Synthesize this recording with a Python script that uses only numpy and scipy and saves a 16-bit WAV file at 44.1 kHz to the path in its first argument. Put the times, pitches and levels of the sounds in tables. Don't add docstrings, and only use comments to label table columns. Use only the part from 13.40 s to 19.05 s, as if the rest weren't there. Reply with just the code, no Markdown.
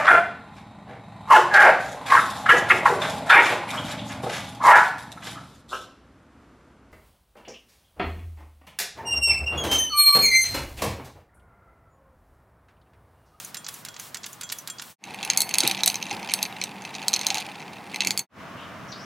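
import sys
import numpy as np
from scipy import signal
from scipy.fft import rfft, irfft, next_fast_len
from scipy.io import wavfile
from scipy.ndimage import map_coordinates

SR = 44100
rng = np.random.default_rng(int(sys.argv[2]) if len(sys.argv) > 2 else 0)


def generate_wav(signal):
    frames = np.transpose(np.atleast_2d(signal))
    scaled = np.clip(frames, -1, 1) * 32767
    pcm = np.round(scaled).astype(np.int16)
    wavfile.write(sys.argv[1], SR, pcm)


N = 249158

# freq_hz, level_db
KNOCK_SPECTRUM = [(300, -29), (900, -9.5), (1500, -2), (2500, -2.5), (4200, -2), (6500, -3.5), (8500, -5.5),
                  (12000, -7), (16000, -15.5)]
# time_s, vigour_db
STIR_VIGOUR = [(1.65, -7.5), (1.92, 6.5), (2.1, -4.5), (2.24, 14.5), (2.37, 5.5), (2.46, 4.5), (2.62, -3),
               (2.73, 4.5), (2.82, 1), (2.95, 4), (3.16, -3), (3.38, -7.5), (3.62, 0), (3.74, 3),
               (3.96, 7.5), (4.1, -4.5), (4.46, -8.5), (4.63, 2), (4.8, -9.5)]
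# freq_hz, likeness (0 to 1)
ALIKE = [(25, 0.33), (100, 0.94), (1000, 0.94), (14000, 1)]


def amp(db):
    return 10 ** (np.asarray(db) / 20)


def unit(x):
    return x / np.sqrt(np.mean(x ** 2) + 1e-20)


def blow(x):
    return x / np.sqrt(np.sum(x ** 2) * 1000 / SR + 1e-20)


def along(points, hz):
    f, v = np.transpose(points)
    return np.interp(np.log(hz + 1), np.log(f + 1), v)


def curves(rows):
    s, *cols = np.transpose(rows)
    return [np.interp(np.arange(N) / SR, s, c) for c in cols]


def wobble(rate):
    knots = rng.standard_normal(int(N * rate / SR) + 4)
    return map_coordinates(knots, [np.arange(N) * rate / SR])


def filtered(x, response):
    m = next_fast_len(x.shape[-1] + 8192, True)
    spectrum = rfft(x, m) * response(np.fft.rfftfreq(m, 1 / SR))
    return irfft(spectrum, m)[..., :x.shape[-1]]


def coloured(hit, points):
    m = 2 * len(hit)
    cepstrum = irfft(np.log(amp(along(points, np.fft.rfftfreq(m, 1 / SR)))))
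    cepstrum[1:m // 2] *= 2
    cepstrum[m // 2 + 1:] = 0
    return irfft(rfft(hit, m) * np.exp(rfft(cepstrum)))[:len(hit)]


def decay(t60, size=8192):
    return np.exp(-np.log(1000) * np.arange(size) / SR / max(t60, 1 / SR))


def burst(t60, size=8192):
    return blow(rng.standard_normal(size) * decay(t60, size))


def ring(modes, length=1, scatter_db=2, detune=0, size=8192):
    t = np.arange(size) / SR
    total = np.zeros(size)
    for hz, db, t60 in modes:
        strength, shift, sign = rng.standard_normal(3)
        tone = np.sin(2 * np.pi * hz * (1 + detune * shift) * t)
        total += np.sign(sign) * amp(db + scatter_db * strength) * decay(t60 * length, size) * tone
    return blow(total)


def add(track, s, sound):
    part = track[max(round(s * SR), 0):][:len(sound)]
    part += sound[:len(part)]


def rush(spectrum, alike=ALIKE):
    def response(hz):
        turn = np.arccos(np.clip(along(alike, hz), -1, 1)) / 2
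        return amp(along(spectrum, hz)) * [np.cos(turn), np.sin(turn)]
    mid, side = filtered(rng.standard_normal((2, N)), response)
    return unit(np.array([mid + side, mid - side]))


def narrow(centre_hz, width_hz):
    slow = filtered(rng.standard_normal((2, N)), lambda hz: 1 / (1 + (hz / width_hz) ** 2))
    phase = 2 * np.pi * np.cumsum(centre_hz * np.ones(N)) / SR
    return unit(slow[0] * np.cos(phase) + slow[1] * np.sin(phase))


def grains(rate, spread_db):
    size = amp(spread_db * np.minimum(rng.exponential(size=N), 2)) * rng.choice([-1, 1], N)
    return unit(size * (rng.random(N) < rate / SR))


def in_room(x, wet_db, pan_db, gap=0.0011):
    # freq_hz, t60_s
    room = [(200, 0.75), (2000, 0.26), (7000, 0.12), (15000, 0.37)]
    hz, t, z = signal.stft(rng.standard_normal((2, SR // 2)), SR, nperseg=256)
    fade = np.exp(-np.log(1000) * t / along(room, hz)[:, None])
    mid, side = signal.istft(z * fade, SR, nperseg=256)[1]
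    onset = 1 - np.exp(-np.arange(len(mid)) / SR / gap)
    tail = np.array([mid + 0.2 * side, mid - 0.12 * side]) * onset
    wet = signal.fftconvolve(x[None], tail / np.linalg.norm(tail[0]), axes=1)[:, :N]
    return x * amp([[pan_db / 2], [-pan_db / 2]]) + amp(wet_db) * wet


def mister():
    # time_s, level_db, treble_db
    releases = [(0.1443, -18, 1), (0.4492, -19.5, 4), (0.7446, -15.5, -5), (1.0103, -18.5, 1),
                (1.2738, -17.5, 4.5)]
    # time_s, level_db, ring_length_factor, low_modes_db
    returns = [(.169, -24.5, 0.76, -3), (.485, -32, 1, 9), (0.77, -36, .74, 3), (1.033, -22.5, 0.77, -5),
               (1.299, -21, 0.61, -1)]
    # time_s, level_db, first_touch_lead_s
    presses = [(0.2646, -19, 0.02), (0.5637, -25.5, 0.021), (.841, -19.5, 0.0082), (1.0988, -18.5, 0.0078),
               (1.3957, -19.5, 0.011)]
    # time_s, level_db
    valve = [(0.0466, -22), (0.34, -25.5), (0.5972, -24), (0.9292, -27), (1.185, -21.5)]
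    # time_s, spit_db, spray_s, hiss_db
    puffs = [(-.024, -24, .15, -43.5), (0.2865, -17.5, .155, -45.5), (.5957, -23.5, 0.13, -44),
             (0.8627, -20, .12, -48), (1.1228, -12, 0.13, -48), (1.421, -21.5, .39, -46.5)]
    # freq_hz, level_db, t60_s
    brass = [(1445, -7, 0.097), (3306, -13, 0.52), (5356, -12, 0.072), (6150, -7, 0.14), (6955, -13, .11),
             (7260, 2, 0.13), (7520, -5, 0.065), (8860, -12, 0.18), (14180, -19, .06)]
    # freq_hz, level_db, t60_s
    nozzle = [(6050, 1, 0.06), (6440, -13, 0.046), (6860, 2, 0.039), (9740, 1, 0.02), (10400, 2, 0.02),
              (11700, 0, 0.023), (12800, -5, 0.025)]
    # freq_hz, level_db
    spray = [(300, -8), (1400, -3.5), (3000, 0.5), (6500, 0.5), (8000, 1.5), (13000, -1.5), (16000, -0.5)]
    rebound_s, rebound_db = 0.011, -8
    touch_db, return_knock_db = -5, -23
    hiss_lead_s = 0.0032
    sputter_db, sputter_treble_db = -8, 5
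    usual_spit_db, treble_per_spit_db = -18.5, 0.82

    metal, flow = np.zeros(N), np.zeros(N)
    for s, db, treble_db in releases:
        add(metal, s + 0.000775, amp(db) * knock("release", treble_db))
        add(metal, s + rebound_s, amp(db + rebound_db) * knock("rebound"))
    for s, db, length, low_db in returns:
        held = [(hz, level + low_db * (hz < 4000), t60) for hz, level, t60 in brass]
        ringing = amp(db - 0.5) * ring(held, length=length, scatter_db=5.0)
        add(metal, s + 0.00078, ringing + amp(return_knock_db) * knock("return"))
    for s, db, lead in presses:
        add(metal, s - lead, amp(db + touch_db) * knock("touch"))
        add(metal, s + .0008, amp(db) * knock("press"))
    for s, db in valve:
        puff = blow(coloured(burst(0.046), KNOCK_SPECTRUM))
        add(metal, s + 0.0011, amp(db - 4) * (ring(nozzle, detune=0.0098) + amp(-19) * puff))
    for s, spit_db, length, hiss_db in puffs:
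        treble_db = treble_per_spit_db * (spit_db - usual_spit_db)
        add(metal, s + .0008, amp(spit_db) * knock("spit", treble_db))
        add(metal, s - hiss_lead_s, amp(spit_db + sputter_db) * knock("spit", sputter_treble_db))
        stroke = (np.arange(N) / SR - s + hiss_lead_s) / length
        flow += amp(hiss_db) * np.clip(stroke / 0.056, 0, 1) * (1 - np.clip(stroke, 0, 1) ** 4)
    mist = flow * amp(1.1 * wobble(61.5)) * rush(spray)
    return in_room(metal, wet_db=-12.5, pan_db=-2.0) + mist


def knock(kind, treble_db=0):
    kinds = {"release": (-6, -1.5, 0.036), "rebound": (7.3, -26, 0.065), "return": (-7, -4, 0.031),
             "touch": (-23, -32, 0.047), "press": (-5.5, -23, 0.036), "spit": (-2.9, -0.71, 0.034)}
    # freq_hz, level_db, t60_s
    barrel = [(1440, -7, 0.23), (3380, -3, 0.22), (7230, 0.5, 0.15)]
    low_db, high_db, t60 = kinds[kind]
    hit = coloured(blow(burst(0.0021) + amp(8.0) * burst(t60)), KNOCK_SPECTRUM)
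    hit = coloured(hit, [(1800, low_db), (4500, 0), (7000, 0), (11000, high_db + treble_db)])
    return amp(-5.5) * blow(hit) + amp(-19) * ring(barrel, scatter_db=2.0)


def clinks():
    # time_s, level_db, hardness_db (as treble)
    ice = [(1.6388, -14.5, -6), (1.7439, -21.5, 4), (1.8283, -14, -9), (1.8489, -14.5, 4), (1.9003, -1, -7),
           (1.9735, -1.5, 7), (2.0046, -3.5, 7), (2.0175, -5, 8.5), (2.091, -17, 6), (2.1102, -17.5, 2),
           (2.1393, -6, -1.5), (2.144, -11, 0), (2.1539, -14, -1), (2.1836, -1, 4), (2.2042, -3, -3.5),
           (2.2338, -9.5, -4), (2.2535, -16, -11), (2.2752, -2, 4.5), (2.3117, -9, -5), (2.376, -21, -15.5),
           (2.406, -18, -12.5), (2.4339, -3, -8), (2.46, -3.5, 9), (2.4737, -11, -1), (2.4768, 0.5, 3.5),
           (2.4994, -10, -4), (2.5425, -14.5, -3), (2.5557, -11.5, -4), (2.6259, -12.5, -8.5),
           (2.6657, -21, -13), (2.7104, -15.5, -20), (2.8888, -20, -11), (2.8958, -16.5, -14),
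           (2.9172, -18, -2), (2.937, -2.5, 6.5), (3.0278, -5.5, 3), (3.052, -16, -12), (3.2142, -11, -12),
           (3.238, -11.5, 1), (3.45, -19.5, -10), (3.5508, -18.5, -15), (3.6816, -3.5, -0.5),
           (3.731, -10, -6.5), (3.7375, -2.5, -10), (3.7617, -10, -3.5), (3.7916, -15.5, -4),
           (3.812, -15, -4), (3.8668, -3.5, -2), (3.885, -18, -3), (3.9026, -7.5, -9), (3.944, -12, -1.5),
           (3.953, -16.5, -7), (3.9815, -14.5, -5), (4.0054, -21.5, 0), (4.203, -26.5, -10),
           (4.5433, -16, -3.5), (4.5593, -15, -2), (4.6054, -5, -11), (4.619, -12, -13.5),
           (4.648, -13.5, -2.5), (4.671, -5, -4), (4.7066, -6.5, -3.5), (4.775, -8, 6), (4.792, -9.5, 2.5)]
    # time_s, main_mode_hz, low_modes_db
    slosh = [(1.9, 6330, 4.5), (1.975, 6560, -7), (2.14, 6540, 4), (2.25, 6090, -3.5), (2.9, 6230, 2),
             (3.2, 6070, -3), (3.7, 6215, -6), (4.6, 6220, 5), (4.67, 6710, 6.5), (4.78, 6680, -2.5)]
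    # freq_hz, level_db, t60_s
    rim = [(2160, -5, 0.2), (4436, 4.5, 0.14), (6350, 2.5, .17), (6700, -9.5, 0.089), (8050, 2.5, 0.1),
           (9640, -5.5, 0.12), (10200, -2, 0.11), (13700, -5.5, .14)]
    # freq_hz, level_db
    body_cut = [(150, -5.5), (1300, -4)]
    mug_hz = 6400
    base_blunt_db, blunt_per_db, blunt_per_hardness = -8.5, 0.75, 0.15
    base_rim_db, rim_per_hardness, rim_db_per_hz = -21, 0.9, 0.0208
    chatter_db, chatter_per_hardness, chatter_db_per_s = -12, 0.32, 748.5
    hit_pan_db = 0.54

    glass, side = np.zeros(N), np.zeros(N)
    when, main_hz, low_db = np.transpose(slosh)
    for s, db, hard_db in ice + nudges(count=24):
        pitch = np.interp(s, when, main_hz) / mug_hz
        free_db = np.interp(s, when, low_db)
        blunt_db = base_blunt_db + free_db - blunt_per_db * db - blunt_per_hardness * hard_db
        colour = body_cut + [(2100, blunt_db + 3.0), (2800, blunt_db), (3800, 0), (6800, 0), (9000, hard_db)]

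        def strike():
            return amp(db - 5.0) * blow(coloured(contact(pitch), colour))

        hit, start = strike(), s + .0007
        add(glass, start, hit)
        rim_db = base_rim_db + rim_per_hardness * hard_db + rim_db_per_hz * mug_hz * (pitch - 1)
        add(glass, start, amp(db + rim_db) * ring(rim, scatter_db=1.5, detune=0.0023))
        pan = amp(hit_pan_db * rng.standard_normal() / 2) - 1
        add(side, start, amp(-23.0) * strike() + pan * hit)
        skid = strike()
        for lag in rng.uniform(.002, .016, size=4):
            skid_db = chatter_db - chatter_per_hardness * hard_db - chatter_db_per_s * lag
            add(glass, start + lag, amp(skid_db) * skid)
    return glass, side


def contact(pitch):
    # freq_hz, level_db, t60_s
    mug = [(2095, -10.5, 0.029), (2388, -6, 0.02), (2625, -7.5, 0.043), (3246, -2, 0.012),
           (4115, -1.5, 0.025), (4440, 2, 0.017), (5390, -10.5, 0.032), (6320, 0.5, 0.018),
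           (6700, 0, 0.015), (8400, -3, 0.013), (10075, -0.5, 0.017), (11660, -13.5, 0.012),
           (13140, -2, 0.0073), (14900, -28, .012)]
    # freq_hz, level_db
    crack_spectrum = [(40, -58), (300, -27.5), (1400, -7.5), (2500, 4), (5000, 7.5), (10000, -6.5),
                      (16000, -15)]
    modes = [(hz * pitch if hz > 3000 else hz, db, t60) for hz, db, t60 in mug]
    wall = ring(modes, length=0.77, scatter_db=3.5, detune=0.02, size=4096)
    crack = blow(coloured(burst(0.0069, size=4096), crack_spectrum))
    return blow(wall + amp(-8.0) * crack)


def nudges(count):
    # start_s, end_s
    start, end = (1.85, 4.8)
    base_db, db_per_vigour_db, scatter_db, hardness_db = -23, 0.67, 1, -8
    times = start + (end - start) * (np.arange(count) + rng.random(count)) / count
    vigour_db = np.interp(times, *np.transpose(STIR_VIGOUR))
    levels = base_db + db_per_vigour_db * vigour_db + scatter_db * rng.standard_normal(count)
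    return [(s, level, hardness_db) for s, level in zip(times, levels)]


def stirring():
    # freq_hz, level_db
    light_touch = [(40, -27.5), (1400, -21), (2400, 8.5), (4200, 1.5), (6500, -5.5), (10000, -3.5),
                   (16000, -15)]
    # freq_hz, level_db
    rub_spectrum = [(40, -46), (300, -19.5), (1400, 0.5), (2350, 7), (3300, 5.5), (4100, -5), (5000, 0),
                    (6300, -7), (7700, -9), (9700, -21.5), (12800, -28), (16000, -38)]
    # freq_hz, level_db
    swirl_spectrum = [(300, -20.5), (560, -11), (680, -7.5), (780, -0.5), (900, -1.5), (1050, -11),
                      (1400, -15), (2200, -14.5), (4000, -35)]
    # time_s, pitch_hz, level_db, t60_s
    bubbles = [(2.277, 789, -32.5, 0.12), (2.47, 736, -33, 0.12), (2.712, 813, -25.5, 0.094),
               (3.912, 804, -26.5, 0.062)]
    # time_s, level_db, t60_s
    bumps = [(2.235, -21, 0.19), (2.252, -41, 0.11), (2.72, -29, 0.34), (4.66, -28.5, 0.23)]
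    # freq_hz, level_db
    table = [(25, -56), (60, -34), (120, -0.5), (220, -0.5), (360, 1), (480, -7), (900, -19), (3000, -48)]
    # freq_hz, left_minus_right_db
    port_level = [(60, -3), (110, -0.5), (200, 2.5), (380, -0.5), (700, 0), (1290, 5), (2380, 0),
                  (4400, -1.5), (8120, 0), (15000, 2)]
    # freq_hz, left_lead_rad
    port_phase = [(3500, 0.12), (5200, 0.23), (7000, 0.3), (8300, 0.1), (9300, 0.38), (10600, 0.26),
                  (12500, .15), (15000, 0.25)]
    tick_db, rub_db, swirl_db = -43.5, -51.5, -43.5
    swirl_per_vigour = 0.61

    vigour_db, = curves(STIR_VIGOUR)
    ticks = np.zeros(N)
    for pitch in rng.uniform(.86, 1.12, size=8):
        ticks += signal.fftconvolve(grains(rate=16, spread_db=5.5), contact(pitch))[:N]
    ticks = unit(filtered(ticks, lambda hz: amp(along(light_touch, hz))))
    ticking = amp(tick_db + vigour_db) * ticks
    rubbing = amp(rub_db + vigour_db + 4.2 * wobble(90)) * rush(rub_spectrum)[0]
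    swirl = amp(swirl_db + swirl_per_vigour * vigour_db + 1.82 * wobble(35)) * rush(swirl_spectrum)

    low = np.zeros(N)
    for s, hz, db, t60 in bubbles:
        life = decay(t60) * (1 - decay(0.021))
        tone = np.sin(2 * np.pi * hz * np.arange(len(life)) / SR)
        add(low, s, amp(db) * life / life.max() * tone)
    for s, db, t60 in bumps:
        thud = coloured(burst(t60), table)
        add(low, s, amp(db) * thud / np.abs(thud).max())

    glass, side = clinks()
    heard = in_room(glass + ticking + rubbing + low, wet_db=-14.5, pan_db=-1.0) + np.array([side, -side])

    def ports(hz):
        half = np.log(amp(along(port_level, hz))) / 2 + 1j * along(port_phase, hz) / 2
        return np.exp([half, -half])

    return filtered(heard, ports) + swirl


def bag():
    # start_s, length_s, level_db, start_hz, end_hz
    glides = [(5.167, 0.081, -51, 2800, 3260), (5.48, 0.053, -52.5, 5450, 6200),
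              (5.518, 0.015, -40.5, 5470, 3280), (5.532, .14, -51.5, 4500, 5900)]
    edge = 0.38
    squeaks = np.zeros(N)
    for s, length, db, from_hz, to_hz in glides:
        u = np.clip((np.arange(N) / SR - s) / length, 0, 1)
        swell = (4 * u * (1 - u)) ** edge
        squeaks += amp(db) * swell * narrow(from_hz + (to_hz - from_hz) * u, width_hz=420)
    return in_room(amp(1.8 * wobble(80)) * squeaks, wet_db=4.0, pan_db=5.0)


def shot(index, rise, fall):
    # start_s, end_s
    spans = [(-.1, 1.56), (1.58, 4.87), (4.885, 5.9)]
    start, end = spans[index]
    t = np.arange(N) / SR
    return (np.clip((t - start) / rise, 0, 1) * np.clip((end - t) / fall, 0, 1)) ** 2


def scene():
    # freq_hz, level_db
    plant_air = [(25, -45), (60, -10), (110, 4.5), (200, 2.5), (400, -5), (1000, 0), (1400, -3), (2200, -8),
                 (4000, -12.5), (6300, -15), (8500, -18), (16000, -21)]
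    # freq_hz, level_db
    mug_air = [(25, -34.5), (50, -23.5), (110, -3), (190, 2), (260, -0.5), (450, -5.5), (600, -9),
               (800, -1), (1400, -12.5), (2100, -9), (3200, -22.5), (5000, -23.5), (9000, -33),
               (16000, -42.5)]
    # freq_hz, level_db
    bag_air = [(15, -55), (25, -30), (108, -1.5), (229, -1.5), (439, -10), (677, -4), (775, -9), (1160, -4),
               (2410, -14.5), (3080, -18), (4370, -25.5), (5570, -25.5), (6050, -27.5), (7920, -34),
               (16000, -40.5)]
    # freq_hz, likeness (0 to 1)
    plant_alike = [(25, .3), (100, 0.97), (250, .68), (700, 0.6), (2400, 0.67), (14000, 1)]
    # freq_hz, likeness (0 to 1)
    bag_alike = [(25, .2), (110, 0.88), (300, 0.86), (2400, 0.75), (8000, 0.57), (15000, .98)]
    # freq_hz, width_hz, level_db
    resonances = [(196.6, 8.3, -52), (343, 14, -71)]
    plant = mister() + amp(-49) * rush(plant_air, plant_alike)
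    hum = sum(amp(db) * narrow(hz, width) for hz, width, db in resonances)
    coffee = stirring() + amp(-43.5) * rush(mug_air) + hum
    coffee = filtered(coffee, lambda hz: hz ** 2 / (hz ** 2 + 45 ** 2))
    fur = bag() + amp(-40.5) * rush(bag_air, bag_alike)
    plant = plant * shot(index=0, rise=.05, fall=0.058)
    coffee = coffee * shot(index=1, rise=0.1, fall=0.064)
    return plant + coffee + fur * shot(index=2, rise=.12, fall=.05)


def record(dry):
    top_hz = 16300
    rounded = dry / (1 + np.abs(dry / .8) ** 6) ** (1 / 6)
    return filtered(rounded, lambda hz: 1 / (1 + (hz / top_hz) ** 80))


dry = scene()
out = record(dry)
generate_wav(out)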